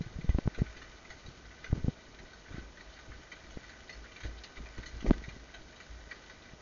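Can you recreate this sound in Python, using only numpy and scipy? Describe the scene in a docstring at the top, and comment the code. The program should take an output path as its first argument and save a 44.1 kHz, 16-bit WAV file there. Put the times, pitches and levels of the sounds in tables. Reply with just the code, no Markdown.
"""A horse's hooves crunch into a dirt track as it jogs, and its harness rattles.
We listen from a small camera on the two-wheeled cart behind it. Each hoofbeat is a short ringing clack
plus a burst of noise for the crushed grit. Underneath, the tyres hiss, clods and buckles patter, and
the springy cart frame hums and booms on bumps. In three bouts the jolting knocks heavily on the
microphone, with dull rubbing in between."""
import sys
import numpy as np
from scipy import signal
from scipy.fft import rfft, irfft
from scipy.io import wavfile
from scipy.ndimage import uniform_filter1d

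SR = 44100
rng = np.random.default_rng(int(sys.argv[2]) if len(sys.argv) > 2 else 0)


def bounce(signal):
    """Save signal as a 16-bit WAV file at the path given by the first command-line argument."""
    frames = np.transpose(np.atleast_2d(signal))
    limited = np.clip(frames, -1, 1)
    pcm = np.round(limited * 32767).astype(np.int16)
    wavfile.write(sys.argv[1], SR, pcm)


N = 291501
T = np.arange(N) / SR
HZ = np.fft.rfftfreq(N, 1 / SR)


def amp(db):
    """Turns decibels into a number to multiply by."""
    return 10 ** (np.asarray(db) / 20)


def unit(x):
    """Scales a sound to an average strength (rms) of 1."""
    return x / np.sqrt(np.mean(x ** 2) + 1e-20)


def spectrum(points):
    """Joins (f/Hz, level/dB) points into a gain for every frequency."""
    hz, db = np.transpose(points)
    return amp(np.interp(np.log(HZ + 1), np.log(hz), db))


def colour(x, gain):
    """Turns each frequency of a sound up or down by its gain."""
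    return irfft(rfft(x) * gain, N)


def wander(rate_hz):
    """A smooth random wobble; a higher rate makes it quicker."""
    return unit(colour(rng.standard_normal(N), 1 / (1 + (HZ / rate_hz) ** 4)))


def swell(start, end, rise_s, dies_s):
    """Fades in from start, holds until end, then dies away."""
    return np.clip((T - start) / rise_s, 0, 1) * np.exp(-np.maximum(T - end, 0) / dies_s)


def swing(t, hz, cycles):
    """A vibration that starts at t = 0 and fades to about a third after that many cycles."""
    after = np.maximum(t, 0)
    return np.sin(2 * np.pi * hz * after) * np.exp(-after * hz / cycles)


def add(mix, s, sound):
    """Mixes a sound in, starting at s seconds."""
    start = round(s * SR)
    sound = sound[max(-start, 0):]
    part = mix[max(start, 0):][:len(sound)]
    part += sound[:len(part)]


# How the rolling grows louder and softer: t/s, level/dB
ROLL_LEVELS = [(0.0, -61), (0.6, -56), (1.47, -58), (1.75, -55.5), (1.99, -62.5), (2.52, -60), (3.09, -60),
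               (4.01, -55), (4.45, -58.5), (4.69, -54.5), (5.13, -54.5), (5.57, -59.5), (5.97, -54.5),
               (6.6, -63.5)]
# The tone of the cart frame's low hum under a faint hiss: f/Hz, level/dB
BACKGROUND_TONE = [(20, -8), (38, 8), (56, 17), (80, 3), (130, 3), (330, 2.5), (480, 0.5), (900, -3),
                   (1600, -9), (2700, -11.5), (5000, -12.5), (6500, -10), (7200, -20.5)]
# The tone of loose grit, for the tyres and the patter: f/Hz, level/dB
GRIT_TONE = [(100, -17), (500, -6.5), (1100, -4), (1900, 5), (2700, -3), (4500, -1), (7000, -4.5)]


def tyres(gain_db=-6, background_db=-56, flutter_db=1, grain_db=5.5):
    """Tyres roll over uneven grit, above a steady low hum of the cart frame and a faint hiss."""
    level = amp(np.interp(T, *np.transpose(ROLL_LEVELS)) + gain_db + flutter_db * wander(11))
    grains = rng.standard_normal(N) * amp(grain_db * wander(500))
    rolling = level * unit(colour(grains, spectrum(GRIT_TONE)))
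    background = amp(background_db) * unit(colour(rng.standard_normal(N), spectrum(BACKGROUND_TONE)))
    return rolling + background


def patter(hits_per_band_s=50, level_db=-66, dies_s=.013, spread_db=1.5):
    """Small clods and buckles patter at random, as tiny bursts of noise in two high bands."""
    out = np.zeros(N)
    for band_hz in (1100, 2600), (2800, 4700):
        hits = rng.random(N) < hits_per_band_s / SR
        sizes = amp(spread_db * np.clip(rng.standard_normal(N), -2, 1))
        fades = signal.lfilter([1], [1, -np.exp(-1 / (dies_s * SR))], hits * sizes)
        band = signal.butter(2, band_hz, "band", fs=SR)
        out += signal.lfilter(*band, fades * rng.standard_normal(N))
    return amp(level_db) * unit(colour(out, spectrum(GRIT_TONE)))


# Bumps in the track, for the frame and the rubbing: t/s, boom level/dB, rubbing level/dB
TRACK_BUMPS = [(0.64, -47, -60), (0.751, -53, -45), (1.089, -55, -50.5), (1.24, -54, -52),
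               (1.429, -50, -63), (2.19, -67, -49.5), (2.489, -60, -43.5), (2.576, -45.5, -49.5),
               (2.862, -57, -60), (3.072, -49.5, -41), (3.428, -53, -60), (3.948, -49, -55),
               (4.231, -38, -40), (4.57, -45, -43.5), (4.77, -46.5, -40.5), (4.929, -42, -48.5),
               (5.137, -41.5, -51.5), (5.301, -49.5, -53), (5.58, -61, -53), (5.893, -44, -52)]


def cart_frame(boom_hz=55.6, rise_s=.015, dies_s=.087):
    """Each bump sets the springy frame swinging and cuts off the swing before it."""
    out = np.zeros(N)
    for s, db, _ in TRACK_BUMPS:
        t = np.maximum(T - s, 0)
        rise = 1 - np.exp(-t / rise_s)
        boom = 2 * amp(db) * np.exp(-t / dies_s) * np.sin(2 * np.pi * boom_hz * t)
        out = out * (1 - rise) + boom * rise
    return out


# Steady rubbing during the knocking: start t/s, end t/s, level/dB
RUB_SPELLS = [(0, 0.432, -57.5), (0.576, 0.616, -39.5), (1.74, 1.873, -41.5), (5.054, 5.13, -38.5)]
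# The dull tone of the rubbing: f/Hz, level/dB
RUB_TONE = [(15, 3), (35, 6), (60, -1.5), (90, 2), (160, -9.5), (340, -6.5), (520, -17), (1000, -29.5),
            (3000, -37.5)]


def rubbing(gain_db=-2, rest_db=-63, lumps_db=4, bump_rise_s=.022):
    """Lumpy rubbing by the microphone swells on each bump and holds during bouts of knocking."""
    level = amp(rest_db)
    for s, _, db in TRACK_BUMPS:
        level = level + amp(db) * swell(s, s + bump_rise_s, bump_rise_s, dies_s=.045)
    for start, end, db in RUB_SPELLS:
        level = level + amp(db) * swell(start, end, rise_s=.012, dies_s=.026)
    lumps = rng.standard_normal(N) * amp(lumps_db * wander(26))
    return amp(gain_db) * level * unit(colour(lumps, spectrum(RUB_TONE)))


# Jolts that hit the microphone: t/s, level/dB, swing f/Hz, ring length/cycles, muffled above f/Hz
JOLTS = [(.008, -22.5, 164, 1.04, 705), (.063, -33.5, 124, 1.1, 600), (.159, -28.5, 61, 0.53, 500),
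         (0.1873, -28, 158, 1.2, 597), (0.2441, -26.5, 163, 0.93, 600), (.293, -10.5, 60.5, 0.43, 1100),
         (0.3476, -11.5, 52.6, 0.28, 700), (.386, -14.5, 236, 0.4, 2680), (.3897, -25, 564, 0.65, 1500),
         (0.4576, -22, 100, 0.53, 880), (.476, -9.5, 139, 0.24, 1500), (0.5872, -30.5, 430, 1.4, 2500),
         (0.597, -25, 36, .53, 300), (0.6182, -10, 141, 0.35, 550), (1.283, -37, 130.6, 1.1, 700),
         (1.701, -29, 90, .4, 500), (1.7288, -9, 98, 0.29, 800), (1.7765, -26, 140, 0.78, 795),
         (1.8447, -13.5, 107, 0.23, 497), (1.882, -10.5, 170, 0.35, 600), (1.890, -23.5, 171, .6, 590),
         (2.5443, -28.5, 155, .5, 900), (2.582, -29.5, 248, 0.6, 900), (3.5725, -18, 214, 0.11, 650),
         (4.604, -35.5, 192, .4, 900), (5.027, -32.5, 282, .54, 900), (5.045, -25.5, 236, 1.7, 700),
         (5.056, -29.5, 417, 2.2, 800), (5.0643, -23.5, 513, 0.65, 3800), (5.074, -22, 35.2, 1.3, 400),
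         (5.1086, -6, 253, 0.34, 3700), (5.1116, -1.7, 156, 0.19, 730), (5.219, -30, 280, 0.25, 900),
         (5.282, -30, 126, 0.49, 900), (5.365, -32, 218, 0.25, 900), (6.535, -37, 155, 0.56, 600)]


def microphone_knocks(build_db=-17, build_s=.012, rebound_db=-13.5, rebound_cycles=.557,
                      rebound_ratio=2.58, snap_db=-7, snap_s=.0007, full_snap_hz=4000):
    """Pressure builds, lets go at once, swings and strikes again, weaker and higher; hard edges snap."""
    out = np.zeros(N)
    t = np.arange(-SR // 20, SR // 8) / SR  # the knock lets go at t = 0
    for s, db, hz, cycles, edge_hz in JOLTS:
        build = -amp(build_db) * np.exp(-abs(t) / build_s) * (t < 0)
        rebound = -amp(rebound_db) * swing(t - rebound_cycles / hz, hz * rebound_ratio, cycles)
        hardness = min(edge_hz / full_snap_hz, 1)
        snap = amp(snap_db) * hardness * np.exp(-abs(t) / snap_s) * (t >= 0)
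        knock = build + swing(t, hz, cycles) + rebound + snap
        muffle = signal.butter(2, edge_hz, fs=SR)
        add(out, s + t[0], amp(db) * signal.lfilter(*muffle, knock))
    return out


def soft_footfalls(stride_s=.556, first_s=-.012, lags_s=(.14, .36), loose_s=.015, uneven_db=2,
                   level_db=-49, treble_db=-11, clack_hz=1525, clack_db=-12):
    """Softer hoof steps fall twice a stride, never quite alike; gives rows like HOOFBEATS."""
    times = [s + lag for s in np.arange(first_s, N / SR, stride_s) for lag in lags_s]
    chance = rng.uniform(-1, 1, (len(times), 3))
    return [(s + loose_s * late, level_db + uneven_db * loud, treble_db + uneven_db * bright,
             clack_hz, clack_db) for s, (late, loud, bright) in zip(times, chance)]


# Hoofbeats and harness rattles: t/s, level/dB, treble change/dB, clack f/Hz, clack change/dB
HOOFBEATS = [(0.0136, -45.5, -3.5, 2040, -2), (0.209, -44.5, -13, 2030, -1),
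             (.2897, -37.5, -9.5, 2030, -11), (0.5433, -37.5, -9, 2020, -11), (.588, -39, -15, 1420, -14),
             (0.6616, -40.5, -16, 1500, -12), (0.7636, -39, -6, 2017, -6), (.815, -36, -13, 1490, -18),
             (1.048, -41.5, -12, 2055, -5), (1.1007, -35.5, -9.5, 1860, -12), (1.26, -45.5, -3, 3850, 0.5),
             (1.641, -33.5, -11.5, 2046, -6), (2.186, -41.5, -10.5, 1840, -3),
             (2.3306, -44.5, -8, 1566, -3.5), (2.519, -42.5, -9, 1490, -10),
             (2.5665, -41.5, -13, 1474, -19), (2.7705, -42.5, -9, 1540, -6), (2.806, -42, -8, 1880, -2),
             (2.8968, -48, -1.5, 1440, -5), (2.987, -44, -6, 1900, -13), (3.1154, -42.5, -13, 1520, -22),
             (3.3155, -37, -8, 1950, -3), (3.3275, -39, -18, 2010, -13), (3.503, -46, -2.5, 1910, -4),
             (3.6364, -41, -15, 1960, -8), (3.6917, -37, -12.5, 1526, -18), (3.8924, -35, -8, 2044, -7.5),
             (3.927, -41.5, -16, 4380, -2), (4.0402, -44.5, -13, 1410, -2),
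             (4.1155, -39.5, -10.5, 1990, -12), (4.159, -41, -7, 2320, -2.5),
             (4.2021, -38.5, -8.5, 1530, -22), (4.2322, -36.5, -11, 2050, -6), (4.2606, -41, -6, 1530, -11),
             (4.435, -35, -5, 4360, -4), (4.567, -37, -15, 2040, -8), (4.6556, -35, -23, 1420, -24),
             (4.777, -39, -14, 1895, -9), (4.8276, -38, -18, 1570, -10), (4.8583, -42.5, 1, 3000, -4),
             (5.003, -37, -12, 1880, -21), (5.0608, -33.5, -17, 1880, -10), (5.127, -38, -12, 1510, -14),
             (5.2366, -39, -11, 1917, -5), (5.2859, -36.5, -13, 2400, -4.5), (5.538, -35, -11.5, 1970, -17),
             (5.761, -44, -9, 3840, -6), (5.8002, -40, -8.5, 1940, -5), (6.1104, -33.5, -9.5, 1906, 1.5),
             (6.296, -40, -5, 2050, -16)]
# The tone of the crunch in each beat: f/Hz, level/dB
HOOF_TONE = [(100, -21), (500, -6.5), (1100, -7), (1900, 2), (2700, -4.5), (4400, 3), (5200, -14.5),
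             (6400, 0.5), (7200, -18.5)]


def hooves_and_harness(crunch_db=-3.5, treble_db=3, treble_hz=2900, patchy_db=10, crunch_s=.012,
                       dirt_db=-14, dirt_s=.058, clack_db=-5, clack_s=.0089, upper_db=-5,
                       upper_ratio=1.19, rise_s=.0016, lag_s=.000998):
    """Each beat rings a short hard clack and crushes a burst of grit; thrown dirt trails after it."""
    out = np.zeros(N)
    t = np.arange(SR // 4) / SR
    freqs = np.fft.rfftfreq(len(t), 1 / SR)
    treble = 1 - 1 / (1 + (freqs / treble_hz) ** 8)  # 0 for low sounds, 1 for high ones
    base_tone = np.interp(freqs, HZ, spectrum(HOOF_TONE))
    rise = 1 - np.exp(-t / rise_s)
    for s, db, bright_db, hz, ring_db in list(HOOFBEATS) + soft_footfalls():
        # no two blows land alike: each gets random peaks and dips in its tone
        patches = np.interp(freqs, np.linspace(0, SR / 2, 100), rng.uniform(-1, 1, size=100))
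        tone = base_tone * amp(treble * (bright_db + treble_db) + patchy_db * patches)
        grit = irfft(rfft(rng.standard_normal(len(t))) * tone, len(t))
        grind_s = crunch_s * 2 ** ((db + 40) / 15)  # a beat 15 dB harder grinds twice as long
        fade = np.exp(-t / grind_s) + amp(dirt_db) * np.exp(-t / dirt_s)
        crunch = amp(crunch_db) * fade * grit
        # two close pitches ring together and make the clack rough
        ring = np.sin(2 * np.pi * hz * t) + amp(upper_db) * np.sin(2 * np.pi * hz * upper_ratio * t)
        clack = amp(clack_db + ring_db) * np.exp(-t / clack_s) * ring
        add(out, s + lag_s, amp(db) * rise * (crunch + clack))
    return out


# Pitches at which the camera's case rings: f/Hz, width/Hz, boost/dB
CASE_RINGS = [(638, 20, 7.5), (1226, 65, 6), (1508, 57, 10.5), (1973, 90, 7.5), (2357, 72, 6),
              (2994, 150, 4.5), (3780, 110, 4.5), (4380, 52, 3.5), (6670, 120, -0.5)]


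def camera_case(x):
    """The case rings briefly at its own pitches, so sounds passing through it turn hollow."""
    for hz, width, db in CASE_RINGS:
        ring = signal.lfilter(*signal.iirpeak(hz, hz / width, fs=SR), x)
        x = x + (amp(db) - 1) * ring
    return x


def scene():
    """Track sounds pass through the camera's case; cart sounds come straight through its mount."""
    track = camera_case(hooves_and_harness() + patter() + tyres())
    cart = microphone_knocks() + cart_frame() + rubbing()
    return (track + cart)[None]


def record(dry, choke_s=(5.1, 5.1086), ceiling_db=-7.8, top_hz=7080):
    """A cheap microphone chokes just before the heaviest knock, rounds off peaks and loses the highs."""
    choked = (T > choke_s[0]) * (T < choke_s[1])
    live = uniform_filter1d(1. - choked, size=31)  # a brief silence with softened edges
    rounded = dry / (1 + (dry / amp(ceiling_db)) ** 4) ** .25
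    cut_highs = signal.firwin(191, top_hz, window=("kaiser", 7), fs=SR)
    return signal.oaconvolve(live * rounded, cut_highs[None], "same")


dry = scene()
out = record(dry)
bounce(out)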